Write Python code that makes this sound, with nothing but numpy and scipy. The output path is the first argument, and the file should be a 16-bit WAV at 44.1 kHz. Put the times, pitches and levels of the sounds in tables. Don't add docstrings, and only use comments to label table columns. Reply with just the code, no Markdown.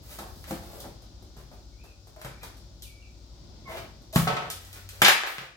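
import sys
import numpy as np
from scipy import signal
from scipy.fft import rfft, irfft, next_fast_len
from scipy.io import wavfile
from scipy.ndimage import map_coordinates

SR = 44100
rng = np.random.default_rng(int(sys.argv[2]) if len(sys.argv) > 2 else 0)


def nominal_scale(level):
    x = np.asarray(level, float) / 20
    return 10 ** x


def put_to_file(sound):
    columns = np.atleast_2d(sound).T
    safe = np.clip(columns, -1, 1)
    whole_steps = np.round(safe * 32767)
    wavfile.write(sys.argv[1], SR, whole_steps.astype(np.int16))


N = 245317


def unit(x):
    return x / np.sqrt(np.mean(x ** 2) + 1e-20)


def along(points, hz):
    f, v = np.transpose(points)
    return np.interp(np.log(hz + 1), np.log(f + 1), v)


def wobble(rate):
    knots = rng.standard_normal(int(N * rate / SR) + 4)
    return map_coordinates(knots, [np.arange(N) * rate / SR])


def filtered(x, response):
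    m = next_fast_len(N + SR // 2)
    h = response(np.fft.rfftfreq(m, 1 / SR))
    h = h / np.sqrt(np.mean(abs(h) ** 2))
    return irfft(rfft(x, m) * h, m)[..., :N]


def paired(a, b):
    # (frequency [Hz], correlation)
    likeness = [(60, 0.54), (180, 1), (550, 0.49), (1500, 0.017), (16000, 0.049)]
    hz = np.fft.rfftfreq(len(a), 1 / SR)
    angle = np.arccos(np.clip(along(likeness, hz), -1, 1)) / 2
    mid = irfft(rfft(a) * np.cos(angle), len(a))
    side = irfft(rfft(b) * np.sin(angle), len(a))
    return np.array([mid + side, mid - side])


def card(f, centre_hz, spread):
    # (centre [Hz], width [Hz], level [dB])
    resonances = [(400, 122, 5), (573, 260, -2.5), (776, 90, 1.5), (920, 28, -2), (1100, 330, -8),
                  (1296, 31, -3.5), (1590, 1170, -2), (2350, 140, -5.5), (3300, 2800, -5)]
    modes = sum(nominal_scale(db) * 1j * f * w / (c * c - f * f + 1j * f * w) for c, w, db in resonances)
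    damping = 1j * f * spread * centre_hz
    hump = damping / (centre_hz ** 2 - f * f + damping)
    return (0.49 + modes) * hump ** 2


def bursts(length, size=2048):
    decay_s = max(length, .0005)
    fade = np.exp(-np.arange(size) / SR / decay_s)
    x = fade * rng.standard_normal((2, size))
    x[:, 0] = -1.1
    for _ in range(4):
        x = irfft(np.exp(1j * np.angle(rfft(x))), size)
        ceiling = fade * 3 * x.std(axis=1, keepdims=True) * np.sqrt(size / SR / decay_s)
        x = x * np.minimum(1, ceiling / (abs(x) + 1e-12))
    return x / np.linalg.norm(x, axis=1, keepdims=True) * np.sqrt(.006 * SR)


def rung(blows, modes, rise):
    out, t = np.zeros(N + SR), np.arange(SR // 2) / SR
    for s, blow_db in blows:
        ring = 0
        for hz, db, t60 in modes:
            ring = ring + nominal_scale(db + rng.normal(0, 1) - 60 * t / t60) * np.sin(2 * np.pi * hz * t)
        onset = 1 - np.exp(-t / rise)
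        out[round(s * SR):][:len(t)] -= nominal_scale(blow_db) * ring * onset
    return out[:N]


def tone(notes, glide_s, edge_s, fade_db, overtone_db, rough):
    out = np.zeros(N)
    for s, length, first_hz, last_hz, db in notes:
        t = np.arange(round((length + edge_s) * SR)) / SR
        hz = last_hz + (first_hz - last_hz) * np.exp(-t / glide_s)
        unsteady_hz = hz * (1 + rough * wobble(86)[:len(t)])
        phase = 2 * np.pi * np.cumsum(unsteady_hz) / SR
        edges = np.clip(np.minimum(t, t[-1] - t) / edge_s, 0, 1) ** 2
        wave = np.sin(phase) + nominal_scale(overtone_db) * np.sin(2 * phase)
        out[round(s * SR):][:len(t)] += np.sqrt(2) * edges * nominal_scale(db - fade_db * t / length) * wave
    return out


def hits():
    # (time [s], bright tick [dB], knock [dB], knock centre [Hz], contact length [s])
    contacts = [(0.187, -35, -36.5, 1010, 0.0074), (0.441, -45.5, -42, 1500, 0.0017),
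                (0.509, -35, -28.5, 630, 0.0022), (0.802, -36, -53, 700, 0.0054),
                (0.841, -59, -38.5, 610, 0.0041), (1.021, -52, -51, 533, 0.0043),
                (1.224, -53.5, -47, 400, 0.005), (1.367, -49, -43, 565, 0.013),
                (1.515, -57, -44, 510, 0.0092), (1.838, -50.5, -45.5, 550, 0.012),
                (2.071, -51, -46.5, 500, 0.0059), (2.162, -54, -45, 640, 0.0021),
                (2.215, -41.5, -38.5, 1210, 0.003), (2.247, -38, -33, 920, 0.0046),
                (2.431, -36.5, -35.5, 760, 0.0087), (2.569, -50, -67, 1560, 0.0055),
                (2.822, -35.5, -55, 2680, 0.0084), (4.02, -56, -57, 580, 0.0033),
                (4.127, -31.5, -39, 1200, 0.042), (4.159, -19, -16.5, 1100, 0.0041),
                (4.275, -38, -18, 2160, 0.006), (4.333, -44, -27, 1000, 0.0044),
                (4.367, -52, -22.5, 1920, 0.0044), (4.423, -66, -30, 1190, 0.0042),
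                (4.5015, -23.5, -33, 1980, 0.0024), (4.51, -30, -42, 2000, 0.004),
                (4.649, -42, -51, 1350, 0.0037), (4.729, -36.5, -51, 1515, 0.0036),
                (4.89, -34.5, -40.5, 2470, 0.0019), (4.901, -45, -64, 2500, 0.0061),
                (5.0182, -8, -1.5, 1570, 0.0081), (5.047, -22, 6, 2280, 0.024),
                (5.063, -7.5, -7.5, 1404, 0.0059), (5.081, -2, 8, 1730, 0.013),
                (5.235, -37, -8, 1350, 0.0013), (5.265, -27, -16, 1780, 0.0033),
                (5.272, -28, -13.5, 1500, 0.0031), (5.383, -34, -15, 1760, 0.00096)]
    # (frequency [Hz], relative density [dB per Hz])
    tick_colour = [(1470, -34), (2500, -20.5), (3270, -4.5), (5090, -6.5), (5820, -7.5), (15000, -8.5),
                   (16100, -23), (16500, -52)]
    breadth = 1.95
    tick, knock, n = np.zeros(N + SR), np.zeros(N + SR), SR // 4
    hz = np.fft.rfftfreq(n, 1 / SR)
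    for s, tick_db, knock_db, centre_hz, length in contacts:
        at, burst = round(s * SR), bursts(length)
        colour = card(hz, centre_hz, breadth)
        colour = colour / np.sqrt(np.mean(abs(colour) ** 2))
        tick[at:][:burst.shape[1]] += nominal_scale(tick_db) * burst[0]
        knock[at:][:n] += nominal_scale(knock_db) * irfft(rfft(burst[1], n) * colour, n)
    return filtered(tick[:N], lambda f: nominal_scale(along(tick_colour, f))) + knock[:N]


def chest_thuds():
    # (time [s], level [dB])
    thumps = [(1.37, -44.5), (2.248, -39), (4.1605, -7), (4.272, -55), (5.018, -29), (5.384, -29)]
    # (frequency [Hz], level [dB], t60 [s])
    panel = [(135, 0, .24), (164, -6, .24), (195, -11, .16), (225, -15, .1), (307, -18, .05),
             (62, -17, .12)]
    return rung(thumps, panel, rise=0.001)


def box_bumps():
    # (time [s], level [dB])
    bumps = [(.185, -44), (.508, -29.5), (.56, -61), (.85, -45.5), (1.519, -52.5), (2.426, -55),
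             (5.019, -25.5)]
    # (frequency [Hz], level [dB], t60 [s])
    box = [(159.7, -3.5, 0.22), (200, 2, 0.18), (252, 1.5, 0.11), (329.6, -6, 0.26), (400, -15, 0.095),
           (520, -7, 0.2), (700, -13.5, 0.23), (825, -3.5, 0.11)]
    return rung(bumps, box, rise=0.0024)


def board_clacks():
    # (time [s], level [dB])
    clacks = [(.188, -33), (.2, -39), (.222, -41.5), (4.159, -22), (4.272, -12.5), (4.295, -19.5),
              (4.367, -16.5), (4.42, -54), (5.06, -6.5), (5.236, -36)]
    # (frequency [Hz], level [dB], t60 [s])
    board = [(745, -5, .1), (790, -8, .08), (905, -5, .09), (1110, -6, .07), (1285, -5, .09),
             (1500, -8, .07)]
    return rung(clacks, board, rise=0.00011)


def strap_twangs():
    # (time [s], level [dB])
    plucks = [(.755, -41), (2.166, -38), (2.215, -44), (3.69, -28.5), (3.72, -53), (3.742, -27.5),
              (3.8, -34), (4.131, -27.5)]
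    # (frequency [Hz], level [dB], t60 [s])
    strap = [(613, -10, 0.27), (643, 7, 0.05), (1019, -14.5, 0.09)]
    return rung(plucks, strap, rise=0.0056)


def blade_squeak():
    # (start [s], length [s], first pitch [Hz], pitch it heads for [Hz], level [dB])
    squeak = [(3.643, .075, 1130, 900, -43)]
    return tone(squeak, glide_s=.08, edge_s=0.02, fade_db=1.0, overtone_db=-3.5, rough=0.029)


def rubbing():
    # (start [s], length before the fade [s], hiss [dB], scrape [dB], hollow body [dB])
    strokes = [(.01, 0.1, -53, -61, -69), (0.091, 0.035, -41, -47.5, -54), (0.185, 0.035, -54, -78, -43),
               (0.255, 0.17, -55, -72, -71), (0.462, 0.062, -43.5, -48, -48),
               (0.59, 0.15, -53.5, -59, -52.5), (0.715, 0.09, -52, -63, -50.5),
               (0.811, 0.052, -56, -61, -47), (1.372, 0.025, -59, -57, -70), (1.508, 0.023, -61, -61, -53),
               (2.17, 0.045, -61, -56, -59), (2.23, 0.045, -73, -52, -50.5),
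               (2.403, 0.021, -51.5, -44.5, -66), (3.668, 0.061, -48.5, -43, -42),
               (3.737, 0.046, -50, -42, -50), (4.136, 0.047, -29, -52, -38), (4.28, 0.04, -57, -38, -31.5),
               (4.4, 0.057, -61, -43, -38), (4.57, 0.14, -53.5, -55.5, -81),
               (4.706, 0.072, -51.5, -49.5, -60), (4.904, 0.104, -53, -54.5, -59),
               (5.244, 0.073, -31, -27.5, -51), (5.384, 0.039, -52, -34, -38)]
    # (frequency [Hz], relative density [dB per Hz])
    hiss_colour = [(1180, -2), (2000, -41), (3140, -6), (3740, -3), (4020, -4.5), (15100, -1), (16100, 4.5),
                   (16500, -50)]
    rise_s, fade_db_per_s = 0.025, 263
    unevenness_db = 4 * np.tanh(wobble(300)) + 3 * np.tanh(wobble(40))
    grains = rng.standard_normal((3, N)) * nominal_scale(unevenness_db)
    hiss = unit(filtered(grains[0], lambda f: nominal_scale(along(hiss_colour, f))))
    scrape = unit(filtered(grains[1], lambda f: card(f, 1500, spread=2.5)))
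    body = unit(filtered(grains[2], lambda f: card(f, 577, spread=0.99)))
    t, gains = np.arange(N) / SR, 0
    for s, length, *layers_db in strokes:
        rise = np.clip((t - s) / rise_s, 0, 1)
        fade = nominal_scale(-fade_db_per_s * np.maximum(t - s - length, 0))
        gains = gains + np.outer(nominal_scale(layers_db), rise * fade)
    return np.sum(gains * [hiss, scrape, body], axis=0)


def garage(x, build=0.0011, bend=1.017):
    # (frequency [Hz], t60 [s])
    decay = [(100, 0.74), (500, 0.34), (1500, 0.46), (4000, 0.42), (10000, 0.34), (16000, 0.26)]
    out, step, n = np.zeros((2, N + 2 * SR)), SR // 4, SR * 3 // 4
    onset = 1 - np.exp(-np.arange(n) / SR / build)
    for a in range(0, N, step):
        hz, t, z = signal.stft(rng.standard_normal((2, n)), SR, nperseg=256)
        fade_db = -60 * (t / along(decay, hz)[:, None]) ** bend
        tail = signal.istft(z * nominal_scale(fade_db), SR, nperseg=256)[1][:, :n]
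        tail = paired(*(tail * onset))
        wet = signal.fftconvolve(x[None, a:a + step], tail / np.linalg.norm(tail[0]), axes=1)
        out[:, a:a + wet.shape[1]] += wet
    return out[:, :N]


def far_bird():
    # (start [s], length [s], first pitch [Hz], last pitch [Hz], relative level [dB])
    notes = [(1.72, .04, 2350, 2240, -63), (1.78, .07, 2300, 2570, -56), (1.865, 0.05, 2950, 2370, -55.5),
             (2.31, 0.091, 2300, 2250, -58), (2.405, 0.024, 2620, 2420, -50),
             (2.835, .07, 3300, 2240, -51.5), (2.92, .09, 2380, 2300, -55.5),
             (3.015, 0.072, 3100, 2256, -53)]
    return tone(notes, glide_s=.022, edge_s=.008, fade_db=7, overtone_db=-40, rough=.02)


def insects():
    # (time [s], level before the left-right offset [dB])
    chorus_level = [(0, -62.5), (4, -63.5), (5.56, -53.5)]
    t = np.arange(N) / SR
    chorus = filtered(rng.standard_normal((2, N)), lambda f: np.exp(-np.log((f + 1) / 4900) ** 2 / 0.19))
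    times, levels_db = np.transpose(chorus_level)
    chorus = nominal_scale(np.interp(t, times, levels_db) + 0.27 * wobble(9.6)) * chorus
    ticks = filtered(rng.standard_normal((2, N)), lambda f: np.exp(-((f - 12900) / 160) ** 2))
    ticks = ticks * np.sin(np.pi * 62 * t) ** 4
    return chorus * nominal_scale([[1.6], [-1.6]]) + nominal_scale(-82) * ticks


def machines():
    # (frequency [Hz], level before the left-right offset [dB])
    partials = [(46, -51.5), (58, -50), (100, -60.5), (358, -73), (572, -75.5), (1440, -83)]
    # (start [s], length [s], first pitch [Hz], pitch it heads for [Hz], level at the start [dB])
    engine = [(4.42, 0.72, 86.1, 98.4, -49)]
    t, low = np.arange(N) / SR, 0
    for hz, db in partials:
        level = nominal_scale(db + 1.5 * wobble(4))
        drift = (.6 + hz / 400) * wobble(5)
        low = low + np.sqrt(2) * level * np.sin(2 * np.pi * hz * t + drift)
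    low = low + tone(engine, glide_s=.4, edge_s=.05, fade_db=-3.0, overtone_db=-25, rough=0.0081)
    return low * nominal_scale([[1.9], [-1.9]])


def street_air():
    # (frequency [Hz], relative density [dB per Hz])
    air_colour = [(21, -46), (35, -8.5), (72, -0.5), (168, -14), (365, -17), (415, -25), (565, -22),
                  (1470, -34.5), (1670, -38.5), (2790, -37.5), (3520, -32), (5180, -29), (9360, -67),
                  (15300, -102), (16500, -88)]
    # (frequency [Hz], relative left minus right [dB])
    tilt = [(60, 5), (240, 4), (950, 6.5), (3770, 8), (15000, 5.5)]
    air_db, swell_db = -52, 2.2
    noise = filtered(rng.standard_normal((2, N)), lambda f: nominal_scale(along(air_colour, f)))
    left, right = paired(*noise)
    left = filtered(left, lambda f: nominal_scale(along(tilt, f) / 2))
    right = filtered(right, lambda f: nominal_scale(-along(tilt, f) / 2))
    air = unit(np.array([left, right]))
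    return nominal_scale(air_db + swell_db * wobble(2.345)) * air * nominal_scale([[1.5], [-1.5]])


def scene():
    # (frequency [Hz], relative left minus right [dB])
    sideways = [(60, -2.5), (240, 3), (950, 0), (3770, 2.5), (15000, -2.5)]
    thud = chest_thuds() + box_bumps()
    near = hits() + board_clacks() + strap_twangs() + rubbing() + blade_squeak()
    bird = far_bird()
    late = np.pad(near, (7, 0))[:N]
    direct = np.array([near, late]) * nominal_scale(-7)
    room = direct + garage(nominal_scale(-3.0) * near + nominal_scale(-6.5) * thud + nominal_scale(-4.5) * bird)
    room = filtered(room, lambda f: nominal_scale(np.outer([1, -1], along(sideways, f)) / 2))
    outdoors = street_air() + machines() + insects()
    return room + thud * nominal_scale([[.7], [-.7]]) + nominal_scale(-10) * bird + outdoors


def top_cut(x):
    return signal.sosfilt(signal.butter(12, 16810, fs=SR, output="sos"), x)


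def record(dry):
    x = dry + nominal_scale(-73) * rng.standard_normal(dry.shape)
    x = filtered(x, lambda f: (1j * f / (30 + 1j * f)) ** 3)
    heard = filtered(x, lambda f: 1j * f / (500 + 1j * f))
    memory = np.exp(-1 / (.5 * SR))
    loudness = signal.lfilter([1 - memory], [1, -memory], np.mean(heard ** 2, axis=0))
    gain = (1 + loudness / nominal_scale(-64)) ** -.33
    return top_cut(x * gain)


dry = scene()
out = record(dry)
put_to_file(out)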